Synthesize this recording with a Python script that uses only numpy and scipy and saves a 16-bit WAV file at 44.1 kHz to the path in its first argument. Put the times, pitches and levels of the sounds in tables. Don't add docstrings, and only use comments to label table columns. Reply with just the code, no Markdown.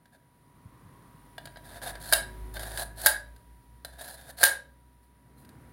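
import sys
import numpy as np
from scipy import signal
from scipy.fft import rfft, irfft
from scipy.io import wavfile
from scipy.ndimage import uniform_filter1d

SR = 44100
rng = np.random.default_rng(int(sys.argv[2]) if len(sys.argv) > 2 else 0)


def file_out(sig):
    cols = np.atleast_2d(sig).T
    lim = np.clip(cols, -1, 1)
    pcm = np.round(lim * 32767).astype(np.int16)
    wavfile.write(sys.argv[1], SR, pcm)


N = 252252
T = np.arange(N) / SR

# hit t/s, slide length/s, slide end level/dB, hit level/dB,
# rebound delay/s, rebound level/dB, chatter level/dB, wall f/Hz, wall t60/s, hollow f/Hz
SNAPS = [(2.125, .125, -37.5, -14.5, .0078, -8.5, -35.5, 1634, .042, 622),
         (3.0605, .104, -34, -6, .0069, -8.5, -28, 1606, 0.078, 609),
         (4.4307, .064, -35.5, -11.5, .0062, -6, -20.5, 1603, .095, 558)]
# t/s, level/dB, tilt/(dB/oct)
TICKS = [(0.0557, -55.5, -4), (.148, -62, -7), (1.3806, -36.5, -5.5), (1.4553, -38, -2.6),
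         (1.472, -41.5, -6.5), (1.559, -48, -11), (1.5706, -43, -5.5), (1.817, -39.5, -6),
         (1.9535, -39, -4.5), (2.0, -48, 3), (2.54, -40.5, 6), (2.568, -35.5, -8), (2.594, -33.5, -2.5),
         (2.632, -33.5, -2.5), (2.774, -27.5, -1), (3.016, -32, 2.5), (3.362, -53, -1.5), (3.8479, -32, -2),
         (4.2115, -47.5, -0.5), (4.386, -41, -1), (5.449, -52.5, -1.5), (5.4906, -51, -1)]
# t/s, f/Hz, level/dB, t60/s
PINGS = [(1.381, 2910, -44, 0.046), (1.381, 3500, -41.5, 0.038), (2.134, 2750, -34, .16),
         (2.134, 3753, -25.5, .04), (3.061, 4760, -23.5, .04), (3.8484, 4040, -37, 0.047)]
# t/s, length/s, level/dB, tilt/(dB/oct)
STROKES = [(0.114, 0.043, -65, -2), (1.634, 0.054, -54, -1), (1.685, 0.098, -51, -2),
           (1.814, 0.093, -41, -1.3), (1.925, .05, -55, -6.5), (2.534, 0.045, -45.5, -1),
           (2.59, .18, -44.5, -0.75), (2.773, 0.051, -35.5, -0.1), (3.868, 0.12, -60.5, -1.5),
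           (3.98, .04, -45, -0.6), (4.025, 0.047, -49.5, 0), (4.068, .082, -46, 0),
           (4.155, 0.15, -55.5, -1), (4.287, 0.015, -45, -0.5), (5.017, .05, -74, 4),
           (5.365, .065, -65, 5.5)]
# t/s, level/dB
BUMPS = [(.570, -48.5), (.655, -45), (0.727, -49), (.85, -41), (1.445, -43)]
# f/Hz, level/dB, t60/s
CASE_MODES = [(707, -14.5, .04), (874.6, -17.5, 0.067), (1373, -27.5, 0.063), (1750, -16, 0.1),
              (1845, -13.5, 0.067), (2205, -23, 0.073), (3074, -20.5, 0.055), (3844, -17.5, 0.12),
              (4300, -14, 0.047), (4795, -13, .05)]
# f/Hz, relative level/dB
STRUCK_SPECTRUM = [(270, -27), (400, -12.5), (610, 5.5), (1150, -4), (1650, 3), (2500, -3.5), (4000, 7),
                   (4800, 5.5), (5600, -4), (8400, 1), (9700, 9), (11000, 3.5), (13500, 4.5), (16000, -6)]
SCRAPED_SPECTRUM = [(440, 0), (690, 15), (1150, -7), (1450, 4), (1660, 11.5), (2200, -12), (2800, -9),
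                    (3700, 2.5), (4700, 2), (5600, -8), (8600, -1.5), (9500, 7), (12500, 0.5),
                    (16000, -5.5)]
BUMP_SPECTRUM = [(45, -21), (75, 3), (150, -0.5), (300, -20.5), (900, -54)]
# f/Hz, t60/s
ROOM_T60 = [(300, 0.58), (700, 0.3), (1600, 0.3), (4000, 0.29), (9000, 0.21), (16000, 0.12)]
# f/Hz, gain/dB
ROOM_COLOUR = [(200, -7), (580, 4.5), (900, 1.5), (1600, 1), (4000, -4), (6500, -4.5), (9500, 1.5),
               (13000, -5.5), (16000, -1.5)]
# t/s, f/Hz
FIRING_RATE = [(0, 48.15), (1.4, 50.3), (2.5, 53.16), (3.2, 55.2), (4.4, 57.47), (5.72, 56.1)]
# multiple of firing rate, peak t/s, half width/s, level/dB
ENGINE_TONES = [(1, 2.524, .88, -43), (1.085, 4.0, 1.4, -57), (1.085, 5.7, .45, -60.5)]
# order, level/dB
ENGINE_ORDERS = [(1, -0.5), (2, -11.5), (3, -31)]
# peak t/s, half width/s, rumble level/dB, rush level/dB, tyre level/dB
TRAFFIC = [(.95, 0.32, -57, -67.5, -64.5), (2.299, 0.67, -53, -59, -73), (4.2, .4, -62.5, -70.5, -79.5),
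           (5.6, 0.23, -53.5, -64, -79)]
# f/Hz, relative level/dB
RUMBLE_SPECTRUM = [(25, -26.5), (42, -19.5), (60, -5), (90, -3.5), (135, 3), (190, -6), (260, -2.5),
                   (330, -10), (450, -16.5), (900, -24), (2000, -53.5)]
RUSH_SPECTRUM = [(200, -3), (400, 5), (750, 1.5), (1100, 1), (1400, 0), (1900, 0.5), (2700, -12.5),
                 (4500, -22.5), (7000, -21.5)]
HISS_SPECTRUM = [(300, 6.5), (1500, -0.5), (4000, 2), (6500, -7), (8500, -5.5), (9300, 3), (9700, 13),
                 (10200, 1.5), (11500, 1.5), (16000, -1.5)]
# t/s, level/dB
HISS_LEVEL = [(0, -75.5), (1.0, -68), (2.2, -59.5), (3.5, -69), (5.2, -73), (5.72, -68)]
# f/Hz, level/dB
WHINE = [(966, -66.5), (1932, -82), (9730, -96.5)]
# f/Hz, left minus right/dB
PORT_BALANCE = [(60, 0.5), (99, 0.5), (160, 0.5), (270, 0.0), (450, -1), (740, 0.0), (1220, 0.0),
                (2010, 0.0), (3330, 0), (5500, 2.5), (9080, -2.5), (15000, -1)]


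def snaps(sing_db=-37, sing_t60_s=.28, split_hz=45, chatter_delay_s=.0195, chatter_t60_s=.15):
    out = np.zeros(N)
    for s, _, _, hit_db, rebound_s, rebound_db, chatter_db, wall_hz, wall_t60_s, hollow_hz in SNAPS:
        sing = mode(wall_hz, sing_t60_s, size=22050)
        sing += from_db(-6) * mode(wall_hz + split_hz, sing_t60_s, size=22050)
        hit_ring = case_ring(wall_hz, wall_t60_s, hollow_hz)
        rebound_ring = case_ring(wall_hz, wall_t60_s / 2, hollow_hz, hollow_db=-15.5)
        chatter = crash(chatter_t60_s, tilt_db_oct=.43)
        chatter += from_db(-2.5) * case_ring(wall_hz + split_hz / 2, chatter_t60_s, hollow_hz)
        hit = from_db(hit_db) * crash(t60_s=.029, tilt_db_oct=4.9)
        rebound = from_db(rebound_db) * crash(t60_s=.03, tilt_db_oct=.3)
        add(out, s, hit + from_db(-10) * hit_ring)
        add(out, s, from_db(sing_db) * sing)
        add(out, s + rebound_s, rebound + from_db(-14.5) * rebound_ring)
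        add(out, s + chatter_delay_s, from_db(chatter_db) * chatter)
    low_cut = signal.butter(2, 222, "high", fs=SR, output="sos")
    return signal.sosfilt(low_cut, out)


def crash(t60_s, tilt_db_oct, size=8192):
    return noise(STRUCK_SPECTRUM, size, tilt_db_oct) * decay(t60_s, size)


def case_ring(wall_hz, wall_t60_s, hollow_hz, hollow_db=-11, scatter_db=0, detune=.015):
    out = mode(wall_hz, wall_t60_s) + from_db(hollow_db) * mode(hollow_hz, t60_s=.05)
    for hz, db, t60_s in CASE_MODES:
        out += from_db(db + scatter_db * rng.normal()) * mode(hz * (1 + detune * rng.normal()), t60_s)
    return out


def scrapes(slips_per_s=2400, slip_db=.5, slip_t60_s=.008, pressure_db=2.5, slide_rise_db=14):
    slips = (rng.random(N) < slips_per_s / SR) * from_db(slip_db * np.minimum(rng.exponential(1, N), 4))
    energy_pole = from_db(-120 / (slip_t60_s * SR))
    energy = signal.lfilter([1], [1, -energy_pole], slips ** 2 + 1e-12)
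    grain = unit_rms(np.sqrt(energy)) * from_db(pressure_db * drift(60))
    out = np.zeros(N)
    for s, length_s, db, tilt_db_oct in STROKES:
        squeak_hz = 3640 * 2 ** (.17 * np.clip(tilt_db_oct + 1, 0, 1))
        add(out, s, from_db(db) * rub(length_s, tilt_db_oct, squeak_hz, squeak_db=-12.5))
    for hit_s, length_s, end_db, *_ in SNAPS:
        slide = rub(length_s, tilt_db_oct=.37, squeak_hz=4250, squeak_db=-11)
        speed = np.minimum(T[:len(slide)] / length_s, 1) ** 1.1
        add(out, hit_s - length_s, slide * from_db(end_db + slide_rise_db * (speed - 1)))
    return out * grain


def rub(length_s, tilt_db_oct, squeak_hz, squeak_db, wall_hz=1670, size=16384):
    attack_s, release_s = .016, .017
    gate = np.interp(T[:size], [0, attack_s, length_s, length_s + release_s], [0, 1, 1, 0])
    wall = from_db(-10 - 2 * tilt_db_oct) * squeak(wall_hz, size)
    friction = noise(SCRAPED_SPECTRUM, size, tilt_db_oct)
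    return gate * (friction + wall + from_db(squeak_db) * squeak(squeak_hz, size))


def squeak(hz, size, width_hz=70):
    f = bins_hz(size)
    white = rfft(rng.standard_normal(size))
    return unit_rms(irfft(white / (1 + 1j * (f / hz - hz / f) * hz / width_hz), size))


def ticks(t60_s=.033):
    out = np.zeros(N)
    for s, db, tilt_db_oct in TICKS:
        wall_hz = 1600 * (1 + .02 * rng.normal())
        ring = case_ring(wall_hz, wall_t60_s=.06, hollow_hz=693.4, hollow_db=-10, scatter_db=2)
        ring_db = -9.5 - 1.5 * tilt_db_oct
        add(out, s, from_db(db) * (crash(t60_s, tilt_db_oct) + from_db(ring_db) * ring))
    for s, hz, db, ping_t60_s in PINGS:
        add(out, s, from_db(db) * mode(hz, ping_t60_s))
    return out


def bumps(t60_s=.13, size=8192):
    out = np.zeros(N)
    for s, db in BUMPS:
        add(out, s, from_db(db) * noise(BUMP_SPECTRUM, size) * decay(t60_s, size, rise_s=.0031))
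    return out


def room(x, wet_db=-7, first_echo_s=.0096, build_s=.008, size=22050):
    white, hz, t = rfft(rng.standard_normal(size)), bins_hz(size), T[:size]
    centres_hz = [f for f, _ in ROOM_T60]
    tail = 0
    for share, (_, t60_s) in zip(np.eye(len(centres_hz)), ROOM_T60):
        band = irfft(white * at_hz(np.c_[centres_hz, share], hz), size)
        tail += band * from_db(-60 * t / t60_s)
    onset = np.clip((t - first_echo_s) / build_s, 0, 1)
    response = rfft(tail * onset)
    response /= np.sqrt(uniform_filter1d(np.abs(response) ** 2, size=35))
    tail = irfft(response * from_db(at_hz(ROOM_COLOUR, hz)), size) * (t > first_echo_s)
    return from_db(wet_db) * signal.fftconvolve(x, tail[:size * 3 // 4])[:N]


def engine(wander=.01, throb_db=2, falloff_db=12, drone_db=-58.5, drone_order=7):
    firing_hz = curve(FIRING_RATE) * (1 + wander * drift(12))
    phase = 2 * np.pi * np.cumsum(firing_hz) / SR
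    drone_gain = from_db(drone_db + throb_db * drift(33)) * swell(peak_s=2.45, width_s=.36)
    out = drone_gain * np.sin(drone_order * phase)
    for ratio, peak_s, width_s, peak_db in ENGINE_TONES:
        tone_db = peak_db - falloff_db * np.log2(1 + ((T - peak_s) / width_s) ** 2)
        for order, db in ENGINE_ORDERS:
            gain = from_db(tone_db + db + throb_db * drift(16))
            out += gain * np.sin(order * (ratio * phase + 2 * np.pi * rng.random()))
    return np.sqrt(2) * out


def traffic(far_rumble_db=-65.5, far_rush_db=-73, tyre_hz=1060):
    rumble_gain, rush_gain, tyre_gain = from_db(far_rumble_db), from_db(far_rush_db), 0
    for peak_s, width_s, rumble_db, rush_db, tyre_db in TRAFFIC:
        near = swell(peak_s, width_s)
        rumble_gain = np.hypot(rumble_gain, from_db(rumble_db) * near)
        rush_gain = np.hypot(rush_gain, from_db(rush_db) * near)
        tyre_gain = np.hypot(tyre_gain, from_db(tyre_db) * near)
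    roar = rumble_gain * noise(RUMBLE_SPECTRUM, N) + rush_gain * noise(RUSH_SPECTRUM, N)
    return roar + tyre_gain * squeak(tyre_hz, N, width_hz=130)


def electronics(waver=.0013):
    hiss_db = curve(HISS_LEVEL)
    clock_s = np.cumsum(1 + waver * drift(15)) / SR
    whine = sum(from_db(db) * np.sqrt(2) * np.sin(2 * np.pi * hz * clock_s) for hz, db in WHINE)
    return from_db(hiss_db - hiss_db.mean()) * whine + from_db(hiss_db) * noise(HISS_SPECTRUM, N)


def mode(hz, t60_s, size=8192):
    return np.sin(2 * np.pi * (hz * T[:size] + rng.random())) * decay(t60_s, size)


def decay(t60_s, size, rise_s=.00036):
    return from_db(-60 * T[:size] / t60_s) * (1 - np.exp(-T[:size] / rise_s))


def swell(peak_s, width_s):
    return np.exp(-.5 * ((T - peak_s) / width_s) ** 2)


def noise(spectrum, size, tilt_db_oct=0):
    hz = bins_hz(size)
    low_cut = np.minimum(hz / spectrum[0][0], 1) ** 2
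    gain = from_db(at_hz(spectrum, hz) + tilt_db_oct * np.log2(hz)) * low_cut
    return unit_rms(irfft(gain * np.exp(2j * np.pi * rng.random(len(hz))), size))


def drift(rate_hz):
    return np.interp(T * rate_hz, np.arange(N // 8), rng.standard_normal(N // 8))


def curve(points):
    return np.interp(T, *np.transpose(points))


def at_hz(points, hz):
    f, value = np.transpose(points)
    return np.interp(np.log(hz), np.log(f), value)


def bins_hz(size):
    return np.maximum(np.fft.rfftfreq(size, 1 / SR), 1)


def from_db(db):
    return 10 ** (np.asarray(db) / 20)


def unit_rms(x):
    return x / np.sqrt(np.mean(x ** 2) + 1e-20)


def add(out, start_s, sound):
    i = round(start_s * SR)
    out[i:i + len(sound)] += sound[:N - i]


def scene(soft_echo_db=-3, taper_hz=1500):
    loud, soft = snaps(), ticks() + scrapes()
    echoes = room(loud + from_db(soft_echo_db) * soft)
    mix = rfft(loud + soft + echoes + bumps() + engine() + traffic() + electronics())
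    hz = bins_hz(N)
    bass_taper = np.minimum(hz / taper_hz, 1) ** 2
    lean = from_db(bass_taper * at_hz(PORT_BALANCE, hz) / 2)
    return np.array([irfft(mix * lean, N), irfft(mix / lean, N)])


def record(dry):
    ceiling, cutoff_hz = .68, 16000
    rounded = dry / (1 + (dry / ceiling) ** 4) ** (1 / 4)
    low_pass = signal.ellip(12, .1, 80, cutoff_hz, fs=SR, output="sos")
    return signal.sosfilt(low_pass, rounded)


dry = scene()
out = record(dry)
file_out(out)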